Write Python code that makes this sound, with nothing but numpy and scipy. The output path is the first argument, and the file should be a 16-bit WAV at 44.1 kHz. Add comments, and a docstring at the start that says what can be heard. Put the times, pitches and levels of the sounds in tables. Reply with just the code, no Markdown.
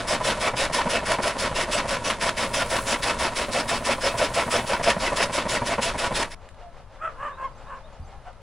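"""A motor-driven flywheel chaff cutter in a walled yard: two knives give six strokes a second. Each slices into
the stalks (green fodder, then straw), knocks on the iron mouth and crunches on; the feed gears clack in between.
Filtered grains of noise, shaped stroke by stroke, make these sounds; straw rustles as it is moved.
Then the scene cuts to an open field at dusk: a barking dog built from voice harmonics, birds and hoots as
gliding sines, and noise for the air, a far-off cutter, small touches and the light wind heard throughout."""
import sys
import numpy as np
from scipy import signal
from scipy.fft import rfft, irfft
from scipy.io import wavfile
from scipy.ndimage import uniform_filter1d

SR = 44100
rng = np.random.default_rng(int(sys.argv[2]) if len(sys.argv) > 2 else 0)


def pcm_store(signal):
    """Save signal as 16-bit PCM."""
    levels = np.round(np.clip(np.atleast_2d(signal), -1, 1) * 32767)
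    wavfile.write(sys.argv[1], SR, levels.astype(np.int16).T)


N = 371308
TIME = np.arange(N) / SR
FIELD_FROM_S = 6.347  # the yard cuts to the field


def undb(db):
    """Decibels to gain."""
    return 10 ** (np.asarray(db) / 20)


def unit(x):
    """Scale to rms 1."""
    return x / np.sqrt(np.mean(x ** 2))


def curve(rows):
    """Gain over time from (time_s, level_db) rows."""
    return undb(np.interp(TIME, *np.transpose(rows)))


def colour(x, points, modes=(), size=32768):
    """Minimum-phase filter through (freq_hz, gain_db) points; (freq_hz, width_hz, gain_db) modes ring on top."""
    f = np.arange(size // 2 + 1) * SR / size + 1e-3  # the offset avoids log(0)
    hz, db = np.transpose(points)
    gain = undb(np.interp(np.log(f), np.log(hz), db))
    # folding the cepstrum forward makes the filter causal
    cepstrum = irfft(np.log(gain))
    cepstrum[1:size // 2] *= 2
    cepstrum[size // 2 + 1:] = 0
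    ring = 1 + sum(undb(d) / (1 + 1j * (f * f - c * c) / (f * w)) for c, w, d in modes)
    response = irfft(np.exp(rfft(cepstrum)) * ring)[:size // 2]
    return signal.oaconvolve(x, np.array(response, ndmin=x.ndim), axes=-1)[..., :N]


def walk(rate):
    """Smooth random wandering around 0 at rms 1, with so many new targets a second."""
    hold = max(int(SR / rate), 1)
    steps = np.repeat(rng.standard_normal(N // hold + 1), hold)
    return unit(uniform_filter1d(steps, hold)[:N])


def grains(rate, spread_db, hiss):
    """Tiny breaks of uneven size, so many a second, over a hiss of finer ones."""
    sizes = undb(spread_db * np.minimum(rng.exponential(size=N), 4))
    signed = sizes * rng.choice([-1, 1], N)
    breaks = signed * (rng.random(N) < rate / SR)
    return unit(breaks) + hiss * rng.standard_normal(N)


def bursts(rows, decay_s, points, modes=()):
    """Short crushing contacts, quick runs of tiny hits that die away in a resonant body."""
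    force = np.zeros(N)
    for start_s, level_db in rows:
        near = slice(*np.searchsorted(TIME, [start_s, start_s + 10 * decay_s]))
        force[near] += undb(level_db) * np.exp((start_s - TIME[near]) / decay_s)
    hits = rng.choice([-1., 1.], N) * (rng.random(N) < .25)
    return colour(hits * force, points, modes) / np.std(colour(hits, points, modes))


def hollow(x, ring_db, low_hz, high_hz, width_hz, count=12):
    """Hollow stalks and pockets in the bundle resonate briefly, each at its own random moments."""
    out = x
    for hz in np.geomspace(low_hz, high_hz, count):
        ring = signal.lfilter(*signal.iirpeak(hz, hz / width_hz, fs=SR), x)
        opening = np.maximum(walk(22) - .5, 0)
        out = out + undb(ring_db) * opening * ring
    return unit(out)


# steady flywheel: first stroke, time from one knife to the next; random scatter of timing and of relative hold
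FIRST_STROKE_S, STROKE_S = .0675, .16405
TIMING_SCATTER_S, HOLD_SCATTER = 0.0013, 0.074


def each_stroke(times, levels_db, start_s, attack_s, hold_s, release_s, sag_db_per_s, level_db, scatter_db):
    """Attack, sagging hold and release at every stroke, with scattered timing, hold and level.

    start_s counts from the knife's entry, release_s is a 60 dB fall, a pair of sags is (deep, shallow) knife.
    """
    gain, sags = np.zeros(N), np.resize(sag_db_per_s, len(times))
    scatter = rng.standard_normal((len(times), 3))
    for s, db, sag, (late, longer, louder) in zip(times, levels_db, sags, scatter):
        near = slice(*np.searchsorted(TIME, [s - STROKE_S, s + 2 * STROKE_S]))
        after = TIME[near] - s - start_s - TIMING_SCATTER_S * late
        held = np.maximum(after - attack_s, 0)
        released = np.maximum(held - hold_s * (1 + HOLD_SCATTER * longer), 0)
        rise = np.sin(np.pi / 2 * np.clip(after / attack_s, 0, 1)) ** 2
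        fall = np.exp(-np.log(1000) * released / release_s)
        gain[near] += rise * undb(level_db + db + scatter_db * louder - sag * held) * fall
    return gain


# level of the whole cutter, fading just before the cut to the field: time_s, level_db
CUTTER_LEVEL = [(6.25, -2), (6.275, -5.5), (6.346, -14.5)]
# thickness of the bundle under the knives, as the force of the knock: time_s, force_db
BUNDLE = [(0, .5), (.9, .5), (1.9, -3.5), (2.6, 0.5), (3.05, -1), (3.8, 2), (4.7, 5), (5.1, -1), (6.2, -4)]
# load on the feed gears, slack while the green fodder runs out: time_s, load_db
GEAR_LOAD = [(0, 1.5), (.8, 3), (1.7, 1), (1.95, -9), (2.9, -7.5), (3.3, .5), (5.8, 2.5), (6.2, -6)]
# share of dry straw in the feed: time_s, share (0-1)
DRYNESS = [(3.7, 0), (4.1, 0.94)]
# ringing of the iron frame and feed trough: freq_hz, width_hz, gain_db
FRAME = [(117.4, 28, -2), (175, 14, -7), (231.6, 46, -2.5), (390, 49, -3), (568, 50, 2), (670, 45, -9),
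         (939, 85, -2), (1050, 80, -9)]
DRY_BITE_DB = 0.95  # in straw one knife bites deeper, the other shallower


def cutter():
    """Two knives strike in turn through the bundle while the gears and the machine run on."""
    count = np.arange(-1, (FIELD_FROM_S - FIRST_STROKE_S) / STROKE_S)  # the wheel is already turning
    times = FIRST_STROKE_S + STROKE_S * count
    knife = np.where(count % 2, 1, -1)  # +1 for the deep knife, -1 for the shallow one
    bundle_db, load_db, dryness = (np.interp(times, *np.transpose(rows)) for rows in (BUNDLE, GEAR_LOAD, DRYNESS))
    bite_db = knife * DRY_BITE_DB * dryness
    force_db = bundle_db + bite_db
    strokes = (slicing(times, bite_db, dryness) + knocking(times, force_db)
               + crunching(times, force_db) + clacking(times, load_db, knife))
    return (strokes + running() + blows()) * curve(CUTTER_LEVEL)


# blade parting the stalks: freq_hz, gain_db
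SLICE = [(200, -10), (600, -1.5), (2400, 1), (3500, 0.5), (4400, -3.5), (5200, 2), (6500, -5.5), (8000, -4),
         (9100, -8), (9900, 0.5), (11000, -13), (16000, -12)]
SLICING = dict(start_s=-.006, attack_s=.028, hold_s=.064, release_s=.066,
               sag_db_per_s=(48, 98), level_db=-24, scatter_db=0.44)
DRY_SLICE_DB = -1.4  # straw hisses less under the knife


def slicing(times, bite_db, dryness):
    """Stalks part under the knife in a dense crackle; hollow ones ring."""
    crackle = colour(grains(rate=6000, spread_db=2.5, hiss=.5), SLICE, FRAME)
    stalks = hollow(crackle, ring_db=-3, low_hz=1540, high_hz=8030, width_hz=450)
    density = undb(1.74 * walk(45))  # denser places swell within a stroke
    return stalks * density * each_stroke(times, bite_db + DRY_SLICE_DB * dryness, **SLICING)


# knife blow in the iron mouth: freq_hz, gain_db
KNOCK = [(120, -12.5), (300, -16.5), (480, 3), (700, 4), (950, -6.5), (1400, -4), (3000, -7.5),
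         (8000, -40.5)]
KNOCKING = dict(start_s=.02, attack_s=.028, hold_s=.014, release_s=0.093,
                sag_db_per_s=(5, 140), level_db=-24.5, scatter_db=1.2)


def knocking(times, force_db):
    """The knife's blow on the iron mouth rings the frame, harder on a thicker bundle."""
    knock = unit(colour(grains(rate=1400, spread_db=0.5, hiss=.3), KNOCK, FRAME))
    return knock * each_stroke(times, force_db, **KNOCKING)


# stalks crushed and broken: freq_hz, gain_db
CRUNCH = [(80, -6), (160, -11), (230, 0), (320, -2), (500, -1.5), (1050, 0.5), (1500, 1), (2600, -1.5),
          (4200, -8), (10000, -23)]
CRUSHING = dict(start_s=0.0032, attack_s=.026, hold_s=0.028, release_s=.06,
                sag_db_per_s=30, level_db=-29.5, scatter_db=1)
CRUNCHING = dict(start_s=.054, attack_s=.018, hold_s=.024, release_s=.125,
                 sag_db_per_s=18, level_db=-22.9, scatter_db=0.95)
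CRUNCH_SHARE = 0.24  # share of the knock's force, in dB, that the crunch follows


def crunching(times, force_db):
    """The bundle is crushed as the knife enters, then crunches through the rest in coarse breaks."""
    breaks = colour(grains(rate=1500, spread_db=1.0, hiss=0.39), CRUNCH, FRAME)
    stalks = hollow(breaks, ring_db=-0.5, low_hz=692, high_hz=2560, width_hz=100)
    density = undb(1.2 * walk(80))
    breaking = sum(each_stroke(times, CRUNCH_SHARE * force_db, **part) for part in (CRUSHING, CRUNCHING))
    return stalks * density * breaking


# feed gears: freq_hz, gain_db
CLACK = [(60, -7.5), (120, 0.5), (240, 1), (330, -7), (560, 2.5), (950, 1.5), (1300, -6.5), (1900, -7),
         (3000, -18.5), (8000, -48)]
CLACKING = dict(start_s=.131, attack_s=.006, hold_s=.017, release_s=.05,
                sag_db_per_s=30, level_db=-28.7, scatter_db=.9)
GEAR_LIMP_DB = 1.55  # harder after the shallow knife, softer after the deep one


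def clacking(times, load_db, knife):
    """The feed gears clack between the strokes and ring the frame, louder under load."""
    clack = unit(colour(grains(rate=700, spread_db=1.1, hiss=0.19), CLACK, FRAME))
    return clack * each_stroke(times, load_db - GEAR_LIMP_DB * knife, **CLACKING)


# hard knocks of the knife on a thick bundle: start_s, level_db
BANGS = [(3.199, -23), (4.225, -20), (4.556, -15), (4.876, -11.5), (5.204, -17)]
# feed gears catching and clunking hard: start_s, level_db
CLUNKS = [(.537, -24.5), (.867, -18.5), (1.186, -21.5), (5.116, -24), (5.783, -19), (6.116, -22)]
# thick stalks snapping: start_s, level_db
SNAPS = [(.652, -20), (1.118, -14.5), (2.101, -17), (2.291, -16), (2.621, -20), (2.765, -18), (2.943, -20),
         (4.902, -12.5), (5.227, -15.5), (6.227, -16.5)]
# body of a snapping stalk, also of small ticks in the plants: freq_hz, gain_db
SNAP = [(300, -9), (1000, 7), (3000, 4), (6000, -7), (10000, -6), (16000, -33)]


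def blows():
    """Single hard contacts: knife bangs and gear clunks ring the frame, stalks snap without it."""
    bangs = bursts(BANGS, 0.01, KNOCK, FRAME)
    clunks = bursts(CLUNKS, .013, CLACK, FRAME)
    return bangs + clunks + bursts(SNAPS, 0.0045, SNAP)


# motor, belt and bearings: freq_hz, gain_db
RUNNING = [(24, -34), (40, -4), (313, -13.5), (565, -4.5), (776, -15), (945, -8), (6710, -25.5),
           (9930, -24), (11200, -26), (12100, -78), (14000, -65)]


def running():
    """Motor, belt and bearings rumble on through the frame with a wavering level."""
    rumble = unit(colour(grains(rate=2000, spread_db=3.5, hiss=0.84), RUNNING, FRAME))
    return undb(-34.0 + 1.8 * walk(25)) * rumble


# dry straw being gathered and lifted: time_s, level_db (the middle of its fits)
STRAW_LEVEL = [(2.2, -70), (2.45, -45), (2.85, -38), (3.15, -50), (4.6, -41), (5.3, -57)]
# brightness of the dry stems: freq_hz, gain_db
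STRAW = [(800, -20), (3000, -14), (9000, 6), (15000, 7)]


def straw():
    """Dry stems rustle brightly in fits as an armful is moved."""
    stems = grains(rate=900, spread_db=3, hiss=.7)
    return unit(colour(stems, STRAW)) * curve(STRAW_LEVEL) * undb(2.0 * walk(12))


# barks: peak_s, spread_s (time scale either side of the peak), pitch_hz, level_db, roughness (0-1), mouth_hz
BARKS = [(7.058, 0.075, 645, -30.5, 0.57, 1350), (7.26, .11, 578, -31, 0.64, 1120),
         (7.425, 0.076, 544, -34.5, 0.51, 1050), (7.452, .036, 1075, -28.5, 0.17, 1070),
         (7.73, .095, 555, -38, 0.77, 1100), (8.281, 0.039, 730, -40.5, 0.6, 740)]
# throat resonance, for both harmonics and breath: freq_hz, gain_db
THROAT = [(250, -13), (600, -4), (850, -2.5), (1200, -4), (1700, -4), (2100, -16.5), (2700, -12),
          (4000, -37), (8000, -25), (12000, -44)]


def dog(arch=.08, droop=.45, hoarse=0.0905, mouth_width_hz=260, mouth_db=10.0):
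    """Each bark swoops up and drops away; hoarse, uneven folds and rushing air ring throat and mouth."""
    out, jitter, flutter = np.zeros(N), walk(700), walk(190)
    air = unit(colour(rng.standard_normal(N), THROAT))
    throat_hz, throat_db = np.transpose(THROAT)
    for peak_s, spread_s, pitch_hz, level_db, rough, mouth_hz in BARKS:
        near = np.abs(TIME - peak_s) < 2 * spread_s
        u = (TIME[near] - peak_s) / spread_s
        bend = arch * np.tanh(u * u + u / 3) + droop * np.tanh(u ** 4 / 2)
        pitch = pitch_hz * (1 - bend + hoarse * rough * jitter[near])
        phase = 2 * np.pi * np.cumsum(pitch) / SR
        harmonics = (undb(np.interp(k * pitch_hz, throat_hz, throat_db)) * np.sin(k * phase) for k in range(1, 6))
        folds = unit(sum(harmonics))
        # the bark starts breathy and the voice firms up
        breath = .7 * rough * (1 - .5 * np.tanh(2 * u)) * air[near]
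        voice = folds + breath
        mouth = signal.lfilter(*signal.iirpeak(mouth_hz, mouth_hz / mouth_width_hz, fs=SR), voice)
        swell_db = -36 * (np.hypot(u, .45) - .45)
        bark_gain = undb(level_db + swell_db + 3 * rough * flutter[near])
        out[near] += unit(voice + undb(mouth_db) * mouth) * bark_gain
    return out


def whistles(notes, waver):
    """Thin gliding sines, slightly unsteady in pitch, that swell and fade once per note."""
    out, drift = np.zeros(N), walk(400)
    for start_s, length_s, start_hz, end_hz, level_db in notes:
        near = (TIME > start_s) & (TIME < start_s + length_s)
        u = (TIME[near] - start_s) / length_s
        hz = (start_hz + (end_hz - start_hz) * u) * (1 + waver * drift[near])
        out[near] += undb(level_db) * np.sin(np.pi * u) * np.sin(2 * np.pi * np.cumsum(hz) / SR)
    return out


# rising bird calls: start_s, length_s, level_db
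SLURS = [(7.3, 0.084, -58), (7.655, .038, -61), (7.828, .046, -57.5)]
SLUR_HZ, TIP_HZ = (3420, 4000), (7250, 6500)  # start and end of the glides
TIP_GAP_S, TIP_S, TIP_DB = .05, .025, -7  # the tip after each call; its level is relative to the call
# three-note bird phrases: start_s, level_db
LADDERS = [(7.522, -65), (8.018, -62.5)]
LADDER_HZ, LADDER_STEP_S, LADDER_NOTE_S = (4780, 6150, 7480), .024, 0.031


def birds():
    """One bird slurs upward and adds a high falling note; another climbs a ladder of three quick notes."""
    slurs = [(s, length, *SLUR_HZ, db) for s, length, db in SLURS]
    tips = [(s + length + TIP_GAP_S, TIP_S, *TIP_HZ, db + TIP_DB) for s, length, db in SLURS]
    ladders = [(s + k * LADDER_STEP_S, LADDER_NOTE_S, hz, hz, db)
               for s, db in LADDERS for k, hz in enumerate(LADDER_HZ)]
    return whistles(slurs + tips + ladders, waver=0.014)


# faint far hoots: start_s, length_s, start_hz, end_hz, level_db
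HOOTS = [(6.6, 0.11, 720, 682, -40.5), (6.91, 0.067, 552, 517, -54), (7.82, 0.095, 632, 586, -48),
         (7.99, 0.13, 780, 765, -50), (8.09, 0.093, 760, 810, -44.5)]


def hoots():
    """Faint far hoots, each a short, slightly unsteady glide."""
    return whistles(HOOTS, waver=0.027)


# small ticks in the plants: start_s, level_db
TICKS = [(6.489, -43), (6.545, -52), (8.33, -52)]
# soft bumps against the microphone: start_s, level_db
BUMPS = [(7.995, -30.5)]


def touches():
    """Small bright ticks in the plants and a soft low bump against the microphone."""
    ticks = bursts(TICKS, 0.0028, SNAP)
    return ticks + bursts(BUMPS, 0.032, [(15, 0), (45, 8), (110, 0), (250, -23), (900, -53)])


# cutter heard across the field: freq_hz, gain_db
FAR_CUTTER = [(200, -18), (420, -10), (540, 2), (800, -3), (1200, -9), (2500, -15.5), (5000, -24),
              (8000, -33.5), (12000, -44)]
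FAR_STROKE_S, FAR_RATE = 6.447, 6.0  # time of one stroke, strokes a second


def far_cutter():
    """A cutter thrums far off: noise whose level swells smoothly at every stroke."""
    swell_db = 7 * np.cos(2 * np.pi * FAR_RATE * (TIME - FAR_STROKE_S))
    return unit(colour(rng.standard_normal(N), FAR_CUTTER)) * undb(-56 + swell_db)


# air over the field: freq_hz, gain_db
FIELD = [(60, -13), (110, 2.5), (300, -10), (400, -9), (540, -5), (1100, -5), (2200, -19), (4500, -26),
         (8900, -38), (10000, -31), (11600, -54), (14000, -60)]
# its level, around which it wavers: time_s, level_db
FIELD_LEVEL = [(6.37, -54.5), (6.96, -55.5), (7.19, -50.5), (8.42, -54.5)]


def field():
    """Murmur of the open land with a faint rustle of plants, under the dog, birds and distant cutter."""
    murmur = unit(colour(grains(rate=1600, spread_db=0, hiss=1.2), FIELD))
    air = murmur * curve(FIELD_LEVEL) * undb(0.4 + 1.15 * walk(15))
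    calls = dog() + birds() + hoots()
    return surroundings(air + far_cutter() + calls + touches(), t60_s=0.2, echo_db=-10.5, side_db=5.0)


# stereo width, as the colour of the side signal: freq_hz, gain_db
WIDTH = [(60, -18.5), (110, -39), (200, -28), (380, -25.5), (700, -21), (1290, -22.5), (2380, -18.5),
         (4400, -8), (8120, -5), (15000, 2.5)]


def surroundings(x, t60_s, echo_db, side_db):
    """Scattered reflections colour the sound; those from the sides part the two channels."""
    t = np.arange(SR // 3) / SR
    scattered = rng.standard_normal((2, len(t))) * (rng.random((2, len(t))) < .03)
    paths = scattered * np.exp(-np.log(1000) * t / t60_s) * (t > .002)
    front, flank = (signal.fftconvolve(x, path / np.linalg.norm(path))[:N] for path in paths)
    mid = (x + undb(echo_db) * front) / np.hypot(1, undb(echo_db))
    side = undb(side_db) * colour(flank, WIDTH)
    return np.array([mid + side, mid - side])


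# wind on the microphone: freq_hz, gain_db
WIND = [(10, -2), (25, 2), (50, -4), (100, -9.5), (200, -29), (600, -51.5)]
# strength of the wind before its wavering: time_s, level_db
GUSTS = [(0.0, -46), (3.91, -47.5), (6.14, -45), (6.49, -49), (8.42, -48.5)]


def wind():
    """Low buffeting, partly shared by the two microphone ports; in the field it comes from the left."""
    ports = rng.standard_normal(N) + 0.39 * rng.standard_normal((2, N))
    sheltered = undb(np.array([[0], [-9]]) * (TIME > FIELD_FROM_S))  # the right port, in the field
    return unit(colour(ports, WIND)) * curve(GUSTS) * sheltered * undb(4.0 + 0.67 * walk(7.6))


def scene():
    """The yard, then at once the field, with wind over both."""
    yard = surroundings(cutter() + straw(), t60_s=0.054, echo_db=-10.5, side_db=-2.5)
    return np.where(TIME < FIELD_FROM_S, yard, field()) + wind()


# microphone response: freq_hz, gain_db
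MICROPHONE = [(20, 2.5), (10300, -0.5), (11300, -5), (11900, -23), (12700, -17), (15500, -14.5)]
TOP_HZ = 15750


def record(dry):
    """The microphone dulls the highest treble and a steep low-pass cuts the top."""
    top_cut = signal.ellip(8, .2, 70, TOP_HZ, fs=SR, output="sos")
    return signal.sosfilt(top_cut, colour(dry, MICROPHONE))


dry = scene()
out = record(dry)
pcm_store(out)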